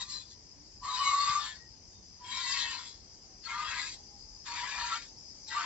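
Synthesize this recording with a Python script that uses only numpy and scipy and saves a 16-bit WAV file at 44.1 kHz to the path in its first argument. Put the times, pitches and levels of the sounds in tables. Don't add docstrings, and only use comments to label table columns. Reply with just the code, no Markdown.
import sys
import numpy as np
from scipy import signal
from scipy.fft import rfft, irfft, next_fast_len
from scipy.io import wavfile
from scipy.ndimage import uniform_filter1d, map_coordinates

SR = 44100
rng = np.random.default_rng(int(sys.argv[2]) if len(sys.argv) > 2 else 0)


def pcm_store(signal):
    levels = np.round(np.clip(np.atleast_2d(signal), -1, 1) * 32767)
    wavfile.write(sys.argv[1], SR, levels.astype(np.int16).T)


def makeup_ratio(level_db):
    decades = np.asarray(level_db, float) / 20
    return 10 ** decades


N = 249165


def unit(x):
    return x / np.sqrt(np.mean(np.abs(x) ** 2) + 1e-20)


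def along(points, hz):
    f, v = np.transpose(points)
    return np.interp(np.log(hz + 1), np.log(f + 1), v)


def curve(points):
    s, v = np.transpose(points)
    return np.interp(np.arange(N) / SR, s, v)


def wobble(rate):
    knots = rng.standard_normal(int(N * rate / SR) + 4)
    return map_coordinates(knots, [np.arange(N) * rate / SR], order=1)


def filtered(x, response):
    m = next_fast_len(N + 8192)
    return irfft(rfft(x, m) * response(np.fft.rfftfreq(m, 1 / SR)), m)[..., :N]


def spread(a, b, alike):
    turn = np.arccos(np.clip(alike, -1, 1)) / 2
    return np.array([np.cos(turn) * a + np.sin(turn) * b, np.cos(turn) * a - np.sin(turn) * b])


def rush(spectrum, alike, patchy_db):
    hz, _, z = signal.stft(rng.standard_normal((2, N)), SR, nperseg=512)
    field = uniform_filter1d(rng.standard_normal(z.shape[1:]), size=4, axis=0)
    field = uniform_filter1d(field, size=8, axis=1)
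    z = z * makeup_ratio(patchy_db * unit(field))
    pair = signal.istft(spread(z[0], z[1], along(alike, hz)[:, None]), nperseg=512)[1][:, :N]
    return unit(filtered(pair, lambda f: makeup_ratio(along(spectrum, f))))


def shaken(shape, width_hz):
    pole = np.exp(-np.pi * np.abs(width_hz) / SR)
    kicks = rng.standard_normal(shape) + 1j * rng.standard_normal(shape)
    return unit(signal.lfilter([1], np.poly([pole, pole]), kicks))


def tones(rows, width_hz, rough, edge_db, tail, alike):
    size, lead, longest = SR // 8 * 4, .025, .38
    out, t = np.zeros((2, N + 2 * size)), np.arange(size) / SR
    for start, rise_ms, fall_ms, hz0, hz1, db in rows:
        flutter = shaken((2, size // 4), 4 * width_hz).repeat(4, axis=1)
        end = min(lead + (rise_ms + fall_ms) / 1000, longest)
        peak = min(lead + rise_ms / 1000, end)
        knots = np.array([0, lead, peak, end, end + min(tail, .1)])
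        level = makeup_ratio(db + np.interp(t, knots, [-40, edge_db, 0, edge_db, -50], right=-200))
        waver = 1 + .004 * np.sin(2 * np.pi * (9 * t + start * hz0))
        pitch = np.interp(t, [lead, end], [hz0, hz1]) * waver
        left = 1 - rough + rough * flutter[0]
        right = (1 - rough) * 1j + rough * flutter[1]
        swing = spread(left, right, along(alike, hz0))
        carrier = np.exp(2j * np.pi * np.cumsum(pitch) / SR)
        at = size + round((start - lead) * SR)
        out[:, at:at + size] += np.sqrt(2) * level * np.real(swing * carrier)
    return out[:, size:size + N]


def swells(rows, rise_share=.38):
    return [(s, rise_share * ms, (1 - rise_share) * ms, hz0, hz1, db) for s, ms, hz0, hz1, db in rows]


# (frequency [Hz], level [dB per Hz])
AIR_SPECTRUM = [(21, -43), (35, 1), (92, -1.5), (132, -8), (168, -8), (340, -10), (600, -17), (860, -15.5),
                (1390, -26), (2000, -23), (3590, -26), (4300, -23.5), (5590, -64.5), (9460, -120)]
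# (frequency [Hz], left-right likeness [-1 to 1])
FAR_ALIKE = [(60, .8), (400, .75), (900, .3), (8000, .3)]


def rumble_and_rustle():
    rumble_db = -61.5 + 1.6 * wobble(1.5)
    rustle_db = -65 + wobble(2.3)
    air = rush(AIR_SPECTRUM, FAR_ALIKE, patchy_db=1.2)
    rumble = filtered(air, lambda f: f < 220)
    return makeup_ratio(rumble_db) * unit(rumble) + makeup_ratio(rustle_db) * unit(air - rumble)


# (start [s], length [ms], start pitch [Hz], end pitch [Hz], level [dB])
BIRD_NOTES = [(.56, 140, 270, 330, -64), (2.5, 350, 285, 280, -66), (1.6, 300, 890, 850, -73),
              (3.24, 170, 790, 740, -67), (3.94, 120, 810, 830, -60), (4.08, 120, 830, 800, -61),
              (1.92, 110, 3720, 3620, -69), (2.03, 60, 3550, 3400, -76), (2.09, 70, 3270, 3220, -76),
              (1.98, 220, 180, 180, -64), (.2, 350, 1030, 980, -69), (4.25, 200, 880, 800, -70),
              (5.05, 200, 900, 850, -71)]


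def birds():
    return tones(swells(BIRD_NOTES), width_hz=18, rough=.4, edge_db=-6, tail=.04, alike=FAR_ALIKE)


# (time [s], pitch [Hz], peak level [dB], decay by 60 dB [s])
HOOF_STEP = (1.296, 135, -38, .04)


def hoof():
    start, hz, db, t60 = HOOF_STEP
    t = np.clip(np.arange(N) / SR - start, 0, None)
    return makeup_ratio(db - 60 * t / t60) * np.sin(2 * np.pi * hz * t)


# (frequency [Hz], level [dB per Hz])
CICADA_SPECTRUM = [(2410, -57.5), (4150, -30.5), (4350, -14.5), (4780, -8.5), (5010, -0.5), (5500, -6.5),
                   (6030, -9.5), (6380, -12), (7250, -15), (8000, -31.5), (10400, -65), (17600, -120)]
# (time [s], level [dB])
CHORUS_LEVEL = [(0, -58.5), (2.5, -56), (5.65, -53)]
# (pitch [Hz], pulse rate [per s], level re chorus [dB])
NEAR_SINGERS = [(4930, 66, -7), (6000, 57, -14)]


def cicadas():
    t = np.arange(N) / SR
    chorus = rush(CICADA_SPECTRUM, FAR_ALIKE, patchy_db=2.5)
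    for hz, rate, db in NEAR_SINGERS:
        beat = np.cumsum(rate * (1 + .02 * wobble(3))) / SR
        pulses = np.exp(1.6 * np.cos(2 * np.pi * beat))
        voice = np.real(shaken((2, N), 14) * np.exp(2j * np.pi * hz * t))
        chorus = chorus + makeup_ratio(db) * unit(pulses * voice)
    return makeup_ratio(curve(CHORUS_LEVEL) + 1.2 * wobble(1.866)) * chorus


# (lower [Hz], upper [Hz])
MODE_GROUP_EDGES = (1500, 3300)
MIDDLE_SHARE = 0.51
FAINT_HZ, FAINT_MS, FAINT_PER_S = (1487, 5230), (140, 310), 18
FAINT_DB, FAINT_SCATTER_DB = -16, 1


def faint_modes():
    notes = []
    for jet, (_, slide, ringing_db) in zip(JET_FORCE, WALL_STATE):
        s, force = np.transpose(jet)
        count = int(FAINT_PER_S * (s[-1] - s[0]))
        for k, (late, long, high, size) in enumerate(rng.random((30, 4))[:count]):
            start = s[0] + (k + late) / FAINT_PER_S
            ms = np.interp(long, [0, 1], FAINT_MS)
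            hz = np.exp(np.interp((k * .618 + high / 6) % 1, [0, 1], np.log(FAINT_HZ)))
            db = np.interp([start, start + ms / 1000], s, force).min()
            if db <= -52:
                continue
            if hz < MODE_GROUP_EDGES[1]:
                db += MIDDLE_SHARE * np.interp(start, *np.transpose(JET_AIM))
            db += ringing_db + FAINT_DB + FAINT_SCATTER_DB * (2 * size - 1)
            notes.append((start, ms, hz, hz * (1 + 2 * slide * ms / 1000), db))
    return tones(swells(notes), width_hz=16, rough=.6, edge_db=-5.5, tail=.08, alike=POT_ALIKE)


# (start [s], length [ms], pitch [Hz], level [dB])
DEEP_NOTES = [(0, 32, 1030, -45.5), (0.022, 165, 1165, -59), (.83, 27, 1156, -47.5),
              (0.849, 81, 1216, -38.5), (0.849, 102, 1124, -33.5), (.83, 300, 1003, -35.5),
              (1.0, 290, 1125, -25.5), (1.03, 86, 1175, -34.5), (1.04, 170, 1034, -44),
              (1.19, 235, 1154, -27), (1.34, 69, 1125, -34), (2.21, 170, 976, -45), (2.32, 194, 1035, -43),
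              (2.371, 250, 960, -49), (2.46, 127, 1080, -43), (2.53, 264, 1039, -52.5),
              (3.471, 116, 1341, -38.5), (3.48, 143, 950, -41.5), (3.53, 134, 1191, -35),
              (3.731, 106, 1220, -45.5), (4.491, 145, 952, -42.5), (4.609, 54, 969, -35.5),
              (4.64, 79, 1057, -43.5), (4.78, 215, 1340, -42), (4.788, 130, 942, -39),
              (4.909, 44, 1150, -32.5), (4.918, 32, 1321, -30), (5.49, 53, 873, -53), (5.53, 46, 944, -51),
              (5.549, 50, 1155, -28.5)]
# (start [s], length [ms], pitch [Hz], level [dB])
UPPER_NOTES = [(0, 38, 3840, -39.5), (0.101, 103, 4095, -39.5), (.9, 81, 3890, -36.5),
               (0.972, 140, 2978, -39.5), (.98, 57, 4910, -38.5), (1.009, 144, 4003, -33),
               (1.03, 100, 2190, -36.5), (1.19, 177, 2156, -41.5), (1.2, 124, 4920, -39.5),
               (1.15, 180, 1980, -49), (1.38, 130, 3640, -40.5), (1.4, 266, 1932, -56.5),
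               (3.439, 51, 4390, -40.5), (2.251, 210, 3230, -44), (2.3, 130, 2354, -45),
               (2.308, 150, 3925, -36.5), (2.339, 290, 3760, -41), (2.429, 67, 4360, -39),
               (2.43, 230, 1994, -40.5), (2.472, 270, 2682, -42.5), (2.52, 140, 3203, -38.5),
               (2.59, 190, 4190, -40.5), (2.609, 110, 1870, -32.5), (3.459, 155, 1635, -46),
               (3.49, 62, 2145, -42), (3.679, 178, 1630, -42), (3.76, 80, 1980, -40),
               (4.65, 140, 1694, -42.5), (4.709, 78, 2387, -42.5), (5.51, 48, 1945, -37.5),
               (.09, 80, 5140, -51), (.14, 115, 3520, -53.5), (1.149, 300, 2743, -51),
                 (2.36, 250, 4450, -43), (1.0, 390, 7585, -44.5), (1.38, 170, 1776, -48),
                 (.04, 170, 1044, -61.5), (1.4, 140, 3345, -47.5), (1.42, 160, 4520, -52),
                 (2.72, 180, 2035, -60), (2.7, 93, 4760, -41), (2.72, 108, 1005, -49.5),
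                 (3.559, 220, 1522, -47), (3.65, 135, 2632, -44.5), (4.529, 90, 2360, -49),
                 (4.898, 61, 1930, -42.5), (4.9, 80, 4200, -41.5), (5.51, 61, 1566, -40.5)]
DEEP_CLIMB, DEEP_CLIMB_PER_S = .018, .004
UPPER_SLIDE = 2.2


def singing():
    deep = []
    for s, ms, hz, db in DEEP_NOTES:
        deep.append((s, ms, hz, hz * (1 + DEEP_CLIMB + DEEP_CLIMB_PER_S * s), db))
    jet_times = [jet[1][0] for jet in JET_FORCE]
    wall_slides = [wall[1] for wall in WALL_STATE]
    upper = []
    for s, ms, hz, db in UPPER_NOTES:
        slide = UPPER_SLIDE * np.interp(s, jet_times, wall_slides)
        upper.append((s, ms, hz, hz * (1 + slide * ms / 1000), db))
    notes = swells(deep, rise_share=.46) + swells(upper)
    return tones(notes, width_hz=41.5, rough=0.55, edge_db=-5, tail=0.082, alike=POT_ALIKE)


# (mode width [Hz], slide of tuning [per s], ringing over splash [dB])
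WALL_STATE = [(14, -.03, 9), (9, -.04, 12), (9, -.06, 12), (22, .03, 6), (30, .03, 5), (24, .03, 6)]
MODE_COUNT = 110


def pot(splash):
    out, t = np.zeros((2, N + SR)), np.arange(SR)
    f, order = np.arange(SR // 5), np.arange(MODE_COUNT)[:, None]
    for jet, (width, slide, db) in zip(JET_FORCE, WALL_STATE):
        at, stop = round(jet[0][0] * SR), round(jet[-1][0] * SR)
        place, strength = rng.random((2, MODE_COUNT, 1))
        hz = 650 + 7250 * ((order + place) / MODE_COUNT) ** 1.25
        wide = width * np.sqrt(hz / 2500 + 1500 / hz)
        gain = (-1) ** order * makeup_ratio(13.6 * strength)
        wall = (gain * 1j * f * wide / (hz * hz - f * f + 1j * f * wide)).sum(0)
        wall = wall / np.sqrt(uniform_filter1d(np.abs(wall) ** 2, size=1000))
        ring = irfft(rfft(splash[:, at:stop], SR)[:, :len(f)] * wall, SR)
        middle = (stop - at) / 2
        warp = t + slide / SR * (t * t / 2 - middle * t)
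        out[:, at:at + SR] += makeup_ratio(db) * np.array([np.interp(warp, t, side) for side in ring])
    return out[:, :N]


# (time [s], level [dB])
JET_FORCE = [
    [(0, -41.5), (.06, -48.5), (.105, -40), (.16, -44.5), (.21, -49.5), (.25, -59), (.32, -56),
     (.37, -78.5)],
    [(.8, -90), (.83, -52.5), (.93, -42), (1.14, -40), (1.3, -38.5), (1.44, -42.5), (1.52, -51.5),
     (1.64, -82)],
    [(2.18, -81.5), (2.26, -53.5), (2.32, -45), (2.4, -39.5), (2.6, -37.5), (2.77, -46), (2.88, -51.5),
     (3.02, -71.5)],
    [(3.41, -81), (3.44, -46), (3.55, -45.5), (3.7, -39.5), (3.85, -35.5), (3.93, -43.5), (3.97, -56),
     (4.04, -73)],
    [(4.42, -87), (4.46, -44.5), (4.55, -39), (4.7, -39), (4.94, -36), (4.99, -43.5), (5.04, -48.5),
     (5.11, -67)],
    [(5.44, -85.5), (5.48, -40), (5.51, -40.5), (5.58, -41.5), (5.63, -38.5), (5.65, -44)],
]
# (time [s], low modes over high [dB])
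JET_AIM = [(0, -14), (.1, -36), (.6, -8.5), (1.42, -12.5), (2.2, -3), (2.3, -6), (2.45, -20.5),
           (2.75, -8.5), (2.86, -22.5), (3.44, -18), (3.5, -1), (3.72, -2.5), (3.88, -25), (4.46, -4),
           (4.95, -4.5), (5.1, -22.5), (5.48, -28.5), (5.52, 2)]
MIDDLE_GAIN = [-0.5, -2.5, 2.5, 1, 1, 1.5]
DRIBBLE_DB, DRIBBLE_DULLS = -46, .4
SPUTTER_DB = 1.2


def jet_drive():
    t, drive, aim_db = np.arange(N) / SR, np.zeros((3, N)), curve(JET_AIM)
    for jet, middle_db in zip(JET_FORCE, MIDDLE_GAIN):
        span = slice(round(jet[0][0] * SR), round(jet[-1][0] * SR))
        force, aim = np.interp(t[span], *np.transpose(jet)), aim_db[span]
        dribble = DRIBBLE_DULLS * np.minimum(force - DRIBBLE_DB, 0) * (t[span] > jet[3][0])
        middle = force + middle_db + MIDDLE_SHARE * aim + dribble
        drive[:, span] = makeup_ratio([force + aim, middle, force])
    return drive * makeup_ratio(SPUTTER_DB * wobble(20))


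# (frequency [Hz], level [dB per Hz])
SPATTER_SPECTRUM = [(250, -48.5), (620, -30.5), (880, -24), (960, -10.5), (1200, -18), (1900, -13.5),
                    (3000, -17), (4350, -6), (5900, -15.5), (7450, -11.5), (8000, -35), (9000, -120)]
# (frequency [Hz], left-right likeness [-1 to 1])
POT_ALIKE = [(900, 0.77), (1500, 0.84), (2300, 0.63), (4000, 0.93), (8000, 0.96)]


def spatter(drive):
    splash = rush(SPATTER_SPECTRUM, POT_ALIKE, patchy_db=3.5) * makeup_ratio(2.5 * wobble(300))
    above = lambda f, edge: 1 / (1 + (edge / (f + 1)) ** 12)
    low, high = MODE_GROUP_EDGES
    bands = [lambda f: 1 - above(f, low),
             lambda f: above(f, low) - above(f, high),
             lambda f: above(f, high)]
    return sum(makeup_ratio(-10) * force * unit(filtered(splash, band)) for force, band in zip(drive, bands))


def scene():
    background = rumble_and_rustle() + birds() + hoof() + cicadas()
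    splash = spatter(jet_drive())
    return background + faint_modes() + singing() + pot(splash) + splash


def band_limit(x):
    return signal.sosfilt(signal.butter(12, 8810, fs=SR, output="sos"), x)


# (frequency [Hz], left over right [dB])
PORT_BALANCE = [(500, -0.1), (1200, 3), (2000, 8), (3300, 7.5), (4500, 18.5), (5200, 12), (5800, 3),
                (6500, -5), (7900, -20)]
TOP_HZ, LAG_S = 8020, 5.5e-5


def record(dry):
    left_share = lambda f: 1 / (1 + makeup_ratio(-2 * along(PORT_BALANCE, f)))
    gain = lambda f: np.sqrt(2 * np.array([left_share(f), 1 - left_share(f)]))
    lag = lambda f: np.exp(1j * np.pi * f * np.array([[-LAG_S], [LAG_S]]))
    mix = filtered(dry, lambda f: gain(f) * lag(f) * (f < TOP_HZ))
    return band_limit(mix)


dry = scene()
out = record(dry)
pcm_store(out)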